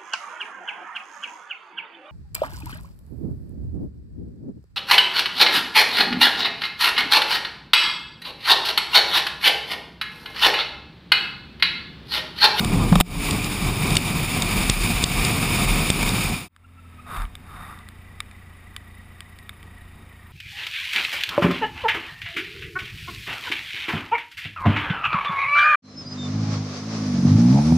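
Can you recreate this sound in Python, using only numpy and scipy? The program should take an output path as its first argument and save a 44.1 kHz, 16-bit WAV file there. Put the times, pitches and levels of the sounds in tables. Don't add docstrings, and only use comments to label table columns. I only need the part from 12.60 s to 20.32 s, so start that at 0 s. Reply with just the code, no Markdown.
import sys
import numpy as np
from scipy import signal
from scipy.fft import rfft, irfft, next_fast_len
from scipy.io import wavfile
from scipy.ndimage import uniform_filter1d, map_coordinates

SR = 44100
rng = np.random.default_rng(int(sys.argv[2]) if len(sys.argv) > 2 else 0)


def wav_out(sig):
    wavfile.write(sys.argv[1], SR, np.round(np.clip(np.atleast_2d(sig).T, -1, 1) * 32767).astype(np.int16))


N = 340452


def amp(db):
    return 10 ** (np.asarray(db) / 20)


def unit(x):
    return x / np.sqrt(np.mean(x ** 2) + 1e-20)


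def clock():
    return np.arange(N) / SR


def ramp(start_s, length_s):
    return np.clip((clock() - start_s) / length_s, 0, 1)


def bell(x, centre, width):
    return np.exp2(-np.minimum((2 * (x - centre) / width) ** 2, 40))


def bumps(rows, x):
    return sum(db * bell(x, centre, width) for centre, width, db in rows)


def along(points, hz):
    f, v = np.transpose(points)
    return np.interp(np.log(hz + 1), np.log(f + 1), v)


def curves(rows):
    s, *cols = np.transpose(rows)
    return [np.interp(clock(), s, c) for c in cols]


def noise():
    return rng.standard_normal(N)


def wobble(rate):
    knots = rng.standard_normal(int(N * rate / SR) + 4)
    return map_coordinates(knots, [np.arange(N) * rate / SR])


def add(track, s, sound):
    part = track[round(s * SR):][:len(sound)]
    part += sound[:len(part)]


def coloured(x, db_of):
    m = 2 * next_fast_len(len(x) // 2 + 4096)
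    cepstrum = irfft(np.log(amp(db_of(np.fft.rfftfreq(m, 1 / SR))) + 1e-6), m)
    cepstrum[1:m // 2] *= 2
    cepstrum[m // 2 + 1:] = 0
    return irfft(rfft(x, m) * np.exp(rfft(cepstrum)), m)[:len(x)]


# centre_hz, width_hz, nominal gain_db
CASE_RESONANCES = [(723.5, 45, 5), (1210, 220, 5), (3660, 330, 8.5), (4874, 990, 8.5), (6005, 470, -10),
                   (7080, 840, 5.5), (8360, 240, 9), (9420, 1400, 5), (10680, 450, 5.5), (12070, 1420, -16),
                   (13160, 260, 9)]


def cased(x, spectrum, peaks=()):
    def gain_db(hz):
        return along(spectrum, hz) + bumps(CASE_RESONANCES, hz) + bumps(peaks, hz)
    return unit(coloured(x, gain_db))


def strike(spectrum, contact_s, tilt_db, after_db, after_t60, click=0, peaks=()):
    t = np.arange(SR // 20) / SR
    contact = np.exp(-(t / contact_s) ** 2)
    rattle = amp(after_db - 60 * t / after_t60)
    force = (contact + rattle) * rng.standard_normal(len(t))
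    force[0] += click

    def gain_db(hz):
        case_db = 0.97 * bumps(CASE_RESONANCES, hz)
        brightness_db = tilt_db * np.log2(hz / 3000 + .1)
        return along(spectrum, hz) + case_db + bumps(peaks, hz) + brightness_db
    hit = coloured(force, gain_db)
    return hit / np.abs(hit).max()


# centre_s, length_s, roar_db, hiss_db
GUST_SWELLS = [(0.662, 0.12, 3.5, 6), (0.88, 0.28, -1, 0), (1.13, 0.2, 3, -1), (1.32, 0.19, 4.5, 3),
               (2.05, 0.37, 0.5, 1), (2.3, 0.061, 1, 1), (2.606, 0.16, 1, 0), (2.95, 0.3, 2.5, 0),
               (3.457, 0.14, 3, 1), (4.577, 0.2, 8, -1), (4.96, 0.33, 8.5, 0), (5.55, 0.12, 4.5, 0),
               (7.059, 0.06, 11, 0), (7.401, 0.1, 7.5, -4)]


def gusts():
    t = clock()
    return sum(np.outer([roar_db, hiss_db], bell(t, s, length_s)) for s, length_s, roar_db, hiss_db in GUST_SWELLS)


# pitch_hz, relative level_db
BUFFET_COLOUR = [(12, -20), (25, -9), (40, 1.5), (55, -10), (90, -21.5), (200, -78.5)]
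# centre_hz, width_hz, gain_db
MOUNT_RESONANCE = [(39, 5.4, 9.5)]
# centre_s, length_s, level_db on top of the steady shaking
EDDY_HITS = [(0.22, 0.35, -23.5), (0.63, 0.13, -30.5), (1.09, 0.1, -35), (1.325, 0.074, -32),
             (1.598, 0.15, -44), (2.094, 0.25, -26), (2.362, 0.08, -23), (2.6, 0.062, -29.5),
             (3.102, 0.11, -28), (3.45, 0.14, -26.5), (3.675, 0.07, -28), (4.623, 0.07, -23),
             (4.84, 0.34, -44), (5.58, 0.17, -54), (6.3, 0.16, -52), (7.2, 0.28, -55)]


def buffeting(steady_db):
    t = clock()
    force = amp(steady_db) + sum(amp(db) * bell(t, s, length_s) for s, length_s, db in EDDY_HITS)
    return force * cased(noise(), BUFFET_COLOUR, MOUNT_RESONANCE)


# pitch_hz, relative level_db
ROAR_COLOUR = [(30, -34.5), (65, -7.5), (110, -2), (175, -1.5), (290, -9.5), (400, -14.5), (600, -22.5),
               (1000, -18.5), (1600, -34.5), (4000, -41.5), (16000, -57.5)]
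SLOW_BUFFET_DB, SLOW_ROAR_DB = -59.5, -57


def breeze():
    roar_db = SLOW_ROAR_DB + gusts()[0]
    return buffeting(SLOW_BUFFET_DB) + amp(roar_db) * cased(noise(), ROAR_COLOUR)


# pitch_hz, relative level_db
HISS_COLOUR = [(200, -43), (700, -1), (1600, -3.5), (2800, 1), (4500, -10), (7000, -9.5), (11000, -13.5),
               (15300, -18)]
# centre_hz, width_hz, gain_db
GAP_WHISTLES = [(2380, 425, 10), (9655, 520, 10), (14370, 1000, 14.5)]
# centre_s, length_s, gain_db
ARM_SWELL = [(0.2, 0.36, 7.5)]
TOP_SPEED_S, ROAR_DB_PER_S, HISS_DB_PER_S = 2.65, 1.5, 3
FAST_ROAR_DB, FAST_HISS_DB = -25, -25
FAST_BUFFET_DB = -35


def ride_wind():
    t = clock()
    to_go_s = np.maximum(TOP_SPEED_S - t, 0)
    roar_gust_db, hiss_gust_db = gusts()
    flutter = wobble(45)
    roar_db = FAST_ROAR_DB - ROAR_DB_PER_S * to_go_s + roar_gust_db + bumps(ARM_SWELL, t)
    hiss_db = FAST_HISS_DB - HISS_DB_PER_S * to_go_s + hiss_gust_db
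    roar_db = roar_db + 0.84 * flutter + 1.7 * wobble(14)
    hiss_db = hiss_db + 1.15 * flutter + 0.66 * wobble(130)
    roar = amp(roar_db) * cased(noise(), ROAR_COLOUR)
    hiss = amp(hiss_db) * cased(noise(), HISS_COLOUR, GAP_WHISTLES)
    return buffeting(FAST_BUFFET_DB) + roar + hiss


# start_s, peak_db, brightness_db_per_octave, ring_hz
SLOW_DROPS = [(3.9635, -20, -0.5, 1580), (4.568, -22, 0.5, 2450), (4.62, -25.5, -0.5, 1700),
              (4.6529, -28, -4, 1930), (4.7535, -22.5, 2, 3560), (5.189, -35, -1, 1950),
              (5.288, -25, 0.5, 2250), (5.604, -12.5, 0, 2470), (5.7127, -32, 0, 1950),
              (6.1643, -17.5, 0, 3334), (6.6062, -18, 0, 3000), (6.7883, -30.5, 0.5, 2496),
              (6.8935, -19.5, 0, 2130), (7.0292, -31.5, 0, 1950)]
# pitch_hz, relative level_db
TAP_COLOUR = [(300, -50), (850, -12), (1200, -5), (1700, 2.5), (2400, -7), (3300, -1.5), (4500, -13.5),
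              (8000, -8.5), (11000, -16), (15000, -20)]
# centre_hz, width_hz, gain_db
TAP_RINGS = [(1180, 200, 6), (2337, 390, 12), (3060, 180, 5), (3940, 870, 2.5), (6300, 2400, -8),
             (14400, 700, 9)]
DROP_RING_WIDTH_HZ, DROP_RING_DB = 600, 6


def slow_rain():
    out = np.zeros(N)
    for s, db, tilt_db, ring_hz in SLOW_DROPS:
        rings = TAP_RINGS + [(ring_hz, DROP_RING_WIDTH_HZ, DROP_RING_DB)]
        tap = strike(TAP_COLOUR, 0.0019, tilt_db, after_db=-5.5, after_t60=0.016, click=11.0, peaks=rings)
        add(out, s, amp(db) * tap)
    return out


# start_s, splat peak_db, thud_db relative to the splat
FAST_DROP_HITS = [(0.7092, -8.5, -24), (0.844, -17.5, -19), (1.3055, -15.5, -20), (1.3537, -11.5, -18),
                  (1.3681, 2, -11.5), (1.8212, -8, -26), (2.0976, -1.5, -4.5), (2.4396, 1.5, -8.5),
                  (2.6495, -5.5, -6.5), (3.302, 0, -1.5), (3.491, -11, -24)]
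# pitch_hz, relative level_db
SPLAT_COLOUR = [(300, -9.5), (1500, -6.5), (2400, 6.5), (3300, 7), (5000, -6), (8000, -6.5), (11000, -20),
                (15000, -47)]


def fast_rain():
    out = np.zeros(N)
    u = np.arange(SR // 20) / SR / 0.0012
    push = 2 * u * (2 - u) * np.exp(-u)
    for s, db, thud_db in FAST_DROP_HITS:
        splat = strike(SPLAT_COLOUR, 0.0029, tilt_db=5.0, after_db=-16.5, after_t60=0.014)
        add(out, s, amp(db) * (splat + amp(thud_db) * push))
    return out


def stroke(start_s, length_s, softness):
    return np.abs(np.sin(np.pi * ramp(start_s, length_s))) ** max(softness, .5)


# start_s, length_s, level_db, softness of the swell (exponent)
HEAD_TURNS = [(4.452, 0.19, -32, 0.56), (4.734, 0.56, -40.5, 2.4)]
# pitch_hz, relative level_db
CLOTH_COLOUR = [(150, 4.5), (400, -17), (800, -1.5), (1250, 2.5), (1800, -2), (2400, -6), (3000, -15),
                (5000, -27.5), (7500, -29), (10500, -17), (13500, -16), (15300, -28)]
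CLOTH_SETTLE_S = 0.017
ZIP_HZ, ZIP_HALVING_S, ZIP_DB = 833, 0.085, -49


def jacket():
    sliding = sum(amp(db) * stroke(s, length_s, softness) for s, length_s, db, softness in HEAD_TURNS)
    keep = np.exp(-1 / (CLOTH_SETTLE_S * SR))
    sliding = signal.lfilter([1 - keep], [1, -keep], sliding)
    slips = noise() * amp(1.8 * wobble(400))
    rustle = cased(slips, CLOTH_COLOUR, [(1191, 550, 2.8), (3670, 280, 8.2), (8200, 300, 5.7)])
    swish = sliding * amp(1.3 * wobble(60)) * rustle
    s, length_s = HEAD_TURNS[0][:2]
    ribs_hz = ZIP_HZ * .5 ** (np.maximum(clock() - s, 0) / ZIP_HALVING_S)
    phase = 2 * np.pi * np.cumsum(ribs_hz) / SR + 0.43 * wobble(200)
    weave = np.sin(phase) + amp(-4) * np.sin(2 * phase)
    return swish + amp(ZIP_DB) * stroke(s, length_s, .5) * weave


# start_s, peak_db, contact_s, brightness_db_per_octave
VISOR_HITS = [(0.047, -11, 0.0025, 2.5), (.3250, -10, 0.012, -4), (0.3548, -5, 0.0064, -1),
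              (0.4016, -4, 0.0032, 2), (0.4074, -1, 0.0088, 0), (0.4107, 29.5, 0.0008, 2.5),
              (3.429, -9.5, 0.0043, 1.5)]
# pitch_hz, relative level_db
SNAP_COLOUR = [(100, -14.5), (800, 14), (2000, 1), (3200, 2), (5000, -9), (8500, -8), (15000, -11)]
# start_s, peak_db
SHELL_KNOCKS = [(0.134, -19), (0.3206, -2), (0.358, -5.5), (0.375, -29), (.408, 4.5)]
# pitch_hz, relative level_db, t60_s
SHELL_MODES = [(174.6, 19, 0.11), (200, 6, 0.058), (90, -16, 0.037)]


def visor():
    out, t = np.zeros(N), np.arange(SR // 8) / SR
    for s, db, contact_s, tilt_db in VISOR_HITS:
        add(out, s, amp(db) * strike(SNAP_COLOUR, contact_s, tilt_db, after_db=-14.0, after_t60=0.023))
    shell = sum(amp(db - 60 * t / t60) * np.sin(2 * np.pi * hz * t) for hz, db, t60 in SHELL_MODES)
    shell = shell * (1 - np.exp(-t / 0.0025))
    for s, db in SHELL_KNOCKS:
        add(out, s, amp(db) * shell / np.abs(shell).max())
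    return out


PULL_HZ, PULL_HZ_PER_S, PULL_DB = 128.6, 23, -34.5
PULL_END_S, PULL_RELEASE_S = 1.13, 0.22


def cruising_engine():
    firing_hz = PULL_HZ + PULL_HZ_PER_S * clock()
    phase = 2 * np.pi * np.cumsum(firing_hz) / SR + 0.19 * wobble(40)
    throttle = 1 - ramp(PULL_END_S - PULL_RELEASE_S, PULL_RELEASE_S)
    drone = np.sin(2 * phase) + amp(-9) * np.sin(3 * phase)
    return throttle * amp(PULL_DB + 3.1 * wobble(15)) * drone


IDLE_S, CLUTCH_S = 4.75, 0.15
WHINE_DB = -55


def gears(turns):
    surge = (.5 + .5 * np.cos(2 * np.pi * turns / 3)) ** 2
    mesh = 2 * np.pi * 31 * turns + .9 * wobble(110)
    whine = np.sin(mesh) + amp(-9) * np.sin(2 * mesh)
    return amp(WHINE_DB + 5.2 * wobble(60)) * (0.48 + surge) * whine


COAST_DRONE_DB = -51.5


def pipe_drone(turns):
    phase = 2 * np.pi * 6 * turns
    return amp(COAST_DRONE_DB + 1.6 * wobble(12)) * np.sin(phase)


CHIRP_START_S, CHIRP_RISE_S, CHIRP_DB = 4.73, 0.35, -51.5
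CHIRP_CYCLES = 65.8
CHIRP_ARCH_HZ, CHIRP_WANDER_HZ, CHIRP_FLICKER_DB = 55, 42, 3


def chirps(turns, rate):
    beat = 2 * np.pi * (turns - .8) + 1.1 * wobble(20)
    pitch_hz = CHIRP_CYCLES * rate + CHIRP_ARCH_HZ * np.cos(beat) + CHIRP_WANDER_HZ * wobble(140)
    load = 0.23 + 0.9 * (.5 + .5 * np.cos(beat)) ** 2
    level = ramp(CHIRP_START_S, CHIRP_RISE_S) * amp(CHIRP_DB + CHIRP_FLICKER_DB * wobble(30))
    return level * load * np.sin(2 * np.pi * np.cumsum(pitch_hz) / SR)


# pitch_hz, relative level_db
CLATTER_COLOUR = [(150, 7), (300, -1), (550, -6), (1000, -3), (1500, -4.5), (2300, -1), (3200, -12),
                  (4500, -25), (7500, -25), (10000, -20), (15300, -19.5)]
# centre_hz, width_hz, relative level_db
STEEL_MODES = [(2400, 160, -5), (3040, 67, -0.5), (3770, 166, -5), (10000, 84, 1), (13920, 130, -4)]
CLATTER_DB = -51.5
RING_DB, RING_DB_PER_S = -71, 2.4


def valves(turns):
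    seat = (.5 + .5 * np.cos(2 * np.pi * (turns - .8))) ** 3

    def steel_db(hz):
        gain = sum(amp(db) / (1 + (2 * (hz - centre) / width) ** 2) for centre, width, db in STEEL_MODES)
        return 20 * np.log10(gain)
    ring = unit(coloured(noise() * seat * amp(2.5 * wobble(25)), steel_db))
    clatter = cased(noise() * (1 + 0.15 * seat), CLATTER_COLOUR, [(3730, 250, 2.9), (8250, 260, 3)])
    ring_db = RING_DB + RING_DB_PER_S * (clock() - IDLE_S)
    return amp(CLATTER_DB) * clatter + amp(ring_db) * ring


# pitch_hz, relative level_db
PIPE_COLOUR = [(20, -12), (35, -27), (58, -1.5), (87, 0.5), (115, -7), (175, -21), (208, -11.5), (245, -11),
               (285, -37), (360, -32), (900, -56)]
EXHAUST_DB, EXHAUST_DB_PER_S = -44, -0.5


def exhaust(turns):
    fired = np.flatnonzero(np.diff(np.floor(turns)))
    cylinder_db = np.array([1.5, 0, -1.8])[np.arange(len(fired)) % 3]
    pulses = np.zeros(N)
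    pulses[fired] = amp(cylinder_db + 1.2 * rng.standard_normal(len(fired)))
    level_db = EXHAUST_DB + EXHAUST_DB_PER_S * (clock() - IDLE_S)
    return amp(level_db) * cased(pulses, PIPE_COLOUR, [(88.5, 14, 4.5), (252.0, 23, 2.2), (203, 13, 3.2)])


# time_s, mean firing_hz
FIRING_RATE = [(3.88, 43), (4.15, 43.4), (4.42, 40.3), (4.6, 42.3), (4.76, 26.5), (4.88, 29.2), (5.6, 29.2),
               (7.72, 28.5)]


def engine():
    rate = curves(FIRING_RATE)[0] * (1 + 0.005 * wobble(7))
    turns = np.cumsum(rate) / SR
    coasting = 1 - ramp(IDLE_S - CLUTCH_S, CLUTCH_S)
    driven = coasting * (gears(turns) + pipe_drone(turns))
    return exhaust(turns) + driven + chirps(turns, rate) + valves(turns)


CUT = 3.885


def scene():
    fast = ride_wind() + fast_rain() + visor() + cruising_engine()
    slow = breeze() + slow_rain() + jacket() + engine()
    mono = np.where(clock() < CUT, fast, slow)
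    return np.array([mono, mono])


def limited(x, ceiling_db, release_s):
    over_db = np.maximum(20 * np.log10(np.abs(x).max(axis=0) + 1e-9) - ceiling_db, 1e-9)
    age = clock() / release_s
    duck_db = np.exp(np.maximum.accumulate(np.log(over_db) + age) - age)
    return x * amp(-uniform_filter1d(duck_db, size=48))


FADE_OUT_S, FADE_IN_S, FADE_BEND = 0.28, 0.54, 0.96
TOP_HZ = 15400


def record(dry):
    fader = (1 - ramp(CUT - FADE_OUT_S, FADE_OUT_S) + ramp(CUT, FADE_IN_S)) ** FADE_BEND
    faded = np.clip(limited(dry, ceiling_db=-2.5, release_s=0.084), -1, 1) * fader
    m = next_fast_len(N + SR // 2)
    passband = np.fft.rfftfreq(m, 1 / SR) < TOP_HZ
    return irfft(rfft(faded, m) * passband, m)[:, :N]


dry = scene()
out = record(dry)
wav_out(out)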